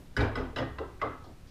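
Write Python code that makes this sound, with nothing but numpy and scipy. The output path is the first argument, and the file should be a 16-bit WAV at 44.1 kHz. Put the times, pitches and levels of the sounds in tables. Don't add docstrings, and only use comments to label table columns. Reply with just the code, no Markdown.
import sys
import numpy as np
from scipy import signal
from scipy.fft import rfft, irfft, next_fast_len
from scipy.io import wavfile
from scipy.ndimage import map_coordinates

SR = 44100
rng = np.random.default_rng(int(sys.argv[2]) if len(sys.argv) > 2 else 0)


def natural_amplitude(level_db):
    exponent = np.asarray(level_db, float) / 20
    return 10 ** exponent


def inscribe(sig):
    pcm = np.round(np.clip(np.atleast_2d(sig).T, -1, 1) * 32767)
    wavfile.write(sys.argv[1], SR, pcm.astype(np.int16))


N = 66150
T = np.arange(int(0.7 * SR)) / SR
ROOM_BUILD_S = 0.013
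BENCH_WAVER_RATE = 18.9


def unit(x):
    return x / np.sqrt(np.mean(x ** 2) + 1e-20)


def along(points, hz):
    f, v = np.transpose(points)
    return np.interp(np.log(hz + 1), np.log(f + 1), v)


def coloured(spectrum, count):
    m = next_fast_len(count + 8192)
    gain = natural_amplitude(along(spectrum, np.fft.rfftfreq(m, 1 / SR)))
    return unit(irfft(rfft(rng.standard_normal(m)) * gain, m)[:count])


def waver(depth, rate):
    return depth * map_coordinates(rng.standard_normal(200), [T * np.clip(rate, 1, 250)])


def onset(attack_s):
    return 1 - np.exp(-T / attack_s)


def add(x, s, sound):
    part = x[round(s * SR):][:len(sound)]
    part += sound[:len(part)]


# (frequency [Hz], t60 [s])
ROOM = [(100, 0.76), (400, 0.44), (1200, 0.48), (3000, 0.48), (8000, 0.19)]


def reverberant(x):
    hz, t, z = signal.stft(x, SR, nperseg=256)
    decay = natural_amplitude(-60 * t / along(ROOM, hz)[:, None])
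    shape = (1 - np.exp(-t / ROOM_BUILD_S)) * decay
    return signal.istft(z * shape, SR, nperseg=256)[1][:len(x)]


# (frequency [Hz], density [dB per Hz])
CRACK = [(500, -57), (1100, 8.5), (2000, -4), (4500, -11), (6000, -20), (15000, -57)]


def ring(modes, crack_db, free_s, damped_s, softness=1):
    tones = 0
    for hz, t60, db in modes:
        phase = 2 * np.pi * (hz * T + rng.random()) + waver(1.3, hz / 18)
        tones = tones + natural_amplitude(db - 60 * T / t60) * np.sin(phase)
    damping = natural_amplitude(-60 * np.maximum(T - free_s, 0) / damped_s)
    crack = natural_amplitude(crack_db - 60 * T / 0.051) * coloured(CRACK, len(T))
    return (tones * damping + crack) * onset(softness * 0.00077)


def boom(modes, swell_s, hold_s):
    t = np.maximum(T - 0.00591, 0)
    out = 0
    for hz, t60, db in modes:
        phase = 2 * np.pi * (hz * t + rng.random()) + waver(1, BENCH_WAVER_RATE)
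        out = out + natural_amplitude(db - 60 * np.maximum(t - hold_s, 0) / t60) * np.sin(phase)
    return out * (1 - np.exp(-t / swell_s))


# (time [s], ring level [dB], room level [dB], boom level [dB], boom swell [s])
KNOCKS = [
    (0.1656, -21.5, -34.5, -37, 0.0074),
    (0.3546, -32, -37.5, -39.5, 0.0074),
    (0.5606, -33, -36.5, -36.5, 0.031),
    (0.7844, -38.5, -42.5, -42, 0.0047),
    (1.0146, -32, -38, -42, 0.0075),
]
# (crack over ring [dB], time until damped [s], damping t60 [s], boom hold [s])
CONTACTS = [
    (-21, 0.014, 0.034, 0.063),
    (-7, 0.0091, 0.21, 0.062),
    (-3.5, 0.0095, 0.097, 0.062),
    (-2, .01, 0.11, 0.034),
    (0.5, 0.0062, 0.32, 0.026),
]
SOFTNESS = 1.4, 1.2, 0.87, 0.77, 2.75
WET_DB = 1.5, -2, 2.5, -2.5, -4.5
# (time [s], knock number from 0 [1], level over that knock [dB])
REBOUNDS = [
    (0.586, 2, 0),
]
# (frequency [Hz], t60 [s], level [dB])
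RING_1 = [(1491, 0.095, -3), (1630, 0.12, -7.5), (2028, 0.085, -12), (2240, 0.45, -28), (3054, 0.17, -27),
          (3830, 0.083, -17), (4920, 0.034, -18), (5020, 0.043, -16), (7300, 0.037, -27), (9650, 0.05, -32)]
RING_2 = [(1245, 0.11, -0.5), (1467, 0.37, -5), (1973, 0.09, -3), (2720, 0.054, -20), (3320, 0.053, -10.5),
          (3890, 0.053, -11), (5120, 0.056, -8.5), (8100, 0.039, -23)]
RING_3 = [(1206, 0.13, -3.5), (1538, 0.44, -8), (1613, 0.063, 1), (1990, 0.11, -7.5), (2790, 0.05, -6.5),
          (2920, 0.12, -7.5), (3270, 0.3, -13.5), (3850, 0.018, -3), (5090, 0.12, -14), (6830, 0.036, -21),
          (14800, 0.12, -36)]
RING_4 = [(1016, 0.12, 2.5), (1337, 0.056, -3.5), (1603, 0.059, -0.5), (1970, 0.095, -5), (2765, 0.064, -7),
          (768, 0.088, -8)]
RING_5 = [(890, 0.11, -9), (1114, 0.66, 1.5), (1250, 0.22, -7.5), (1268, 0.52, -3), (1460, 0.078, -7.5),
          (2071, 0.069, 5), (2586, 0.059, -13.5), (5300, 0.049, -20)]
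# (frequency [Hz], t60 [s], level
# [dB])
BOOM_1 = [(32.7, 1, -2.5), (72.6, 0.31, 10.5), (109.1, 0.59, 8.5), (144.4, 0.26, 0.5), (241.3, 0.23, 1.5),
          (280.6, 0.15, 5), (411.3, 0.36, 2.5), (505, 0.21, 0.5)]
BOOM_2 = [(31.4, 1, -1), (70.8, 0.73, 2.5), (106.8, 0.25, 3), (152.4, 0.35, -5.5), (253.5, 0.44, 2.5),
          (347, 0.6, -4.5), (403.7, 0.17, -0.5), (489, 0.19, -4)]
BOOM_3 = [(66.2, 0.38, -6), (107.3, 0.37, 2.5), (141.8, 0.38, -2), (261, 0.26, 3), (329.6, 0.35, -2),
          (425, 0.8, -9.5), (521.5, 0.079, 4.5), (583, 0.077, -2), (691, 0.064, -3.5), (1864, 0.53, -9.5),
          (1990, 0.48, -13)]
BOOM_4 = [(68.9, 0.52, 1), (264.4, 0.44, -16), (362, 0.66, -7), (400.2, 0.27, 0), (453, 0.14, 2),
          (516, 0.075, -1), (544, 0.12, -5.5)]
BOOM_5 = [(73.4, 0.6, -1), (115.3, 0.4, 0), (255, 0.61, -3), (320.4, 0.18, 4), (423, 0.21, 2),
          (456, 0.18, 3), (519.4, 0.21, 5), (573, 0.2, 2.5), (676, 0.071, 1.5), (764, 0.17, -7)]
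# (frequency [Hz], density [dB per Hz])
CLATTER_1 = [(150, -29), (250, 0), (750, -11.5), (1500, -9), (2300, -15.5), (2800, -22.5), (5500, -33.5),
             (14000, -53)]
CLATTER_2 = [(150, -44), (250, -0.5), (700, -6), (1300, -10.5), (2100, -21), (3300, -26.5), (5500, -36),
             (14000, -50)]
CLATTER_3 = [(150, -12), (250, -1), (700, -1), (1300, -6.5), (2100, -17), (3300, -19.5), (5500, -26.5),
             (14000, -53)]
CLATTER_4 = [(150, -23), (300, 2.5), (700, -8), (1300, -7), (2100, -41), (3300, -30), (5500, -48),
             (14000, -81)]
CLATTER_5 = [(150, -30), (300, 0.5), (700, -3), (1300, -3), (2300, -24), (3700, -24), (5000, -38),
             (14000, -90)]


def knocks():
    out = np.zeros(N)
    rings = RING_1, RING_2, RING_3, RING_4, RING_5
    booms = BOOM_1, BOOM_2, BOOM_3, BOOM_4, BOOM_5
    clatters = CLATTER_1, CLATTER_2, CLATTER_3, CLATTER_4, CLATTER_5
    for k, (s, ring_db, room_db, boom_db, swell_s) in enumerate(KNOCKS):
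        *contact, hold_s = CONTACTS[k]
        direct = ring(rings[k], *contact, SOFTNESS[k])
        tail = reverberant(rng.standard_normal(len(T)))
        echo = signal.fftconvolve(direct, tail / np.linalg.norm(tail))[:len(T)]
        add(out, s, natural_amplitude(ring_db) * (direct + natural_amplitude(-7 + WET_DB[k]) * echo))
        add(out, s, natural_amplitude(boom_db) * boom(booms[k], swell_s, hold_s))
        add(out, s, natural_amplitude(room_db + 6) * reverberant(coloured(clatters[k], len(T))))
    for s, number, db in REBOUNDS:
        k = round(number)
        crack_db = -23
        add(out, s, natural_amplitude(KNOCKS[k][1] + db) * ring(rings[k], crack_db, *CONTACTS[k][1:3]))
    return out


# (frequency [Hz], t60 [s], level [dB])
RATTLE = [(1440, 0.074, -47), (2300, 0.049, -14), (3710, 0.057, 1.5), (4300, .04, -3.5), (4700, 0.028, -12),
          (7100, 0.043, -21), (9400, 0.051, -22)]


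def rattle():
    out = np.zeros(N)
    direct = natural_amplitude(-36) * ring(RATTLE, crack_db=-2, free_s=0.012, damped_s=0.03)
    room = natural_amplitude(-27.5) * reverberant(coloured(CLATTER_2, len(T)))
    add(out, 0.2055, direct + room)
    return out


# (time [s], ..)
TICK_S = [
    (.168, .175, .176, .177, .199, .2045, .207, .212, .215, .222, .226, .226, .232, .252, .262),
    (.356, .358, .374, .376, .378, .398, .438, .53),
    (.5625, .5625, .563, .5625, .572, .583, .593, .604, .621, .634),
    (.785, .787, .798, .806, .824),
    (1.021, 1.028, 1.048, 1.054, 1.061, 1.068, 1.072, 1.098, 1.105, 1.117, 1.138, 1.241),
]
# (frequency [Hz], t60 [s], level [dB])
TICKS = [
    [(2970, 0.2, -42), (152, 0.092, -27.5), (263, 0.067, -30), (107, 0.075, -29.5), (1825.2, .03, -37),
     (3990, 0.032, -38), (1270, 0.032, -37), (857, 0.06, -30), (3530, .02, -38), (1010, 0.034, -36),
     (1495, 0.035, -36), (305, 0.056, -36), (2370, 0.033, -35), (1513, 0.062, -35), (1090, 0.037, -41)],
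    [(1157, 0.055, -38), (3030, .05, -46), (3060, 0.036, -48), (2020, 0.065, -36), (1280, 0.035, -42),
     (438, .05, -35), (3200, 0.066, -53), (444, 0.12, -42)],
    [(3100, .025, -37), (3940, 0.029, -33), (2700, .025, -35), (1600, .03, -32), (3060, .08, -40.5),
     (1934, 0.086, -33.5), (2900, 0.021, -51), (630, .04, -37), (558, 0.072, -33), (333, .08, -37)],
    [(3900, 0.036, -46), (630, .04, -39), (1220, .03, -41), (437, 0.062, -36), (420, 0.054, -36)],
    [(614, 0.085, -32), (1150, 0.071, -24), (604, .05, -36), (2090, 0.043, -38), (464, 0.056, -34),
     (1200, 0.055, -34), (2020, 0.046, -37), (1290, .1, -38), (194, 0.059, -45), (2020, .04, -45),
     (1267, 0.049, -44), (1230, 0.11, -51)],
]


def ticks():
    out = np.zeros(N)
    for times, modes in zip(TICK_S, TICKS):
        for s, (hz, t60, db) in zip(times, modes):
            add(out, s, natural_amplitude(db - 60 * T / t60) * np.sin(2 * np.pi * hz * T) * onset(0.0011))
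    return out


# (knock number from 0 [1], frequency [Hz], t60 [s], level [dB])
LINGER = [(4, 1500, 0.49, -47), (4, 1300, 0.61, -42), (4, 1200, .55, -41), (4, 1700, .7, -54.5),
          (4, 790, 0.35, -45), (0, 2326, 0.48, -40.5), (0, 2213, .33, -55), (0, 1077, 0.55, -43),
          (4, 1400, 0.26, -48)]


def lingering():
    out = np.zeros(N)
    for k, hz, t60, db in LINGER:
        flutter_db = waver(4.5, 25.6)
        level = natural_amplitude(db - 60 * T / t60 + flutter_db) * onset(ROOM_BUILD_S)
        phase = 2 * np.pi * hz * T + waver(0.36, BENCH_WAVER_RATE)
        add(out, KNOCKS[round(k)][0], level * np.sin(phase))
    return out


GRIT_S = .1655, .2055, .5605
# (length [s], level [dB])
GRITS = [
    (0.0096, -45),
    (0.0072, -51.5),
    (0.029, -56),
]
# (frequency [Hz], density [dB per Hz])
GRIT = [(1800, -42), (3000, 2.5), (4200, -4), (5600, 0), (6500, -21), (10000, -17.5), (15000, -32)]


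def grit():
    out = np.zeros(N)
    for s, (length, db) in zip(GRIT_S, GRITS):
        shape = onset(0.00084) * natural_amplitude(-60 * np.maximum(T - length, 0) / 0.037)
        add(out, s, natural_amplitude(db) * shape * coloured(GRIT, len(T)))
    return out


# (frequency [Hz], t60 [s], level [dB])
ROCK = [
    (27, 0.56, -47),
    (68.9, 0.57, -39.5),
]


def bench_rock():
    out = np.zeros(N)
    add(out, 0.69, boom(ROCK, swell_s=0.014, hold_s=0.032))
    return out


RUB_S = 1.239, 1.252, 1.471, 1.265, .994, 1.24
# (length [s], level [dB], centre frequency [Hz])
RUBS = [
    (.008, -63.5, 4300),
    (0.016, -72, 3900),
    (.03, -66, 4600),
    (.05, -54.5, 313),
    (0.013, -58.5, 1780),
    (.06, -57.5, 676),
]


def rubs():
    out = np.zeros(N)
    for s, (length, db, hz) in zip(RUB_S, RUBS):
        band = [(hz / 3, -40), (hz * 0.75, -5), (hz, 0), (hz * 1.3, -5), (hz * 2.2, -40), (hz * 4, -90)]
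        shape = onset(0.0011) * natural_amplitude(-30 * np.maximum(T - length, 0) / 0.12)
        add(out, s, natural_amplitude(db) * shape * coloured(band, len(T)))
    return out


# (frequency [Hz], density [dB per Hz])
FADING = [(30, 0), (90, -14), (180, -3), (280, 7.5), (440, -4), (600, -9), (2000, -29)]


def fading():
    out = np.zeros(N)
    add(out, 0, natural_amplitude(-52.5 - 60 * T / 0.48) * coloured(FADING, len(T)))
    return out


# (frequency [Hz], density [dB per Hz])
TONE = [(15, 1), (42, 0.5), (130, -3), (190, -10.5), (420, -19), (700, -24), (4500, -34.5), (15200, -45.5)]


def room_tone():
    return natural_amplitude(-49.5) * coloured(TONE, N)


def scene():
    struck = knocks() + rattle() + ticks() + lingering() + grit()
    behind = bench_rock() + rubs() + fading() + room_tone()
    return (struck + behind)[None]


def roll_off(x):
    return signal.sosfilt(signal.butter(12, 15260, fs=SR, output="sos"), x)


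def record(dry):
    in_band = np.fft.rfftfreq(N, 1 / SR) < 15260
    limited = irfft(rfft(dry) * in_band, N)
    return roll_off(limited)


dry = scene()
out = record(dry)
inscribe(out)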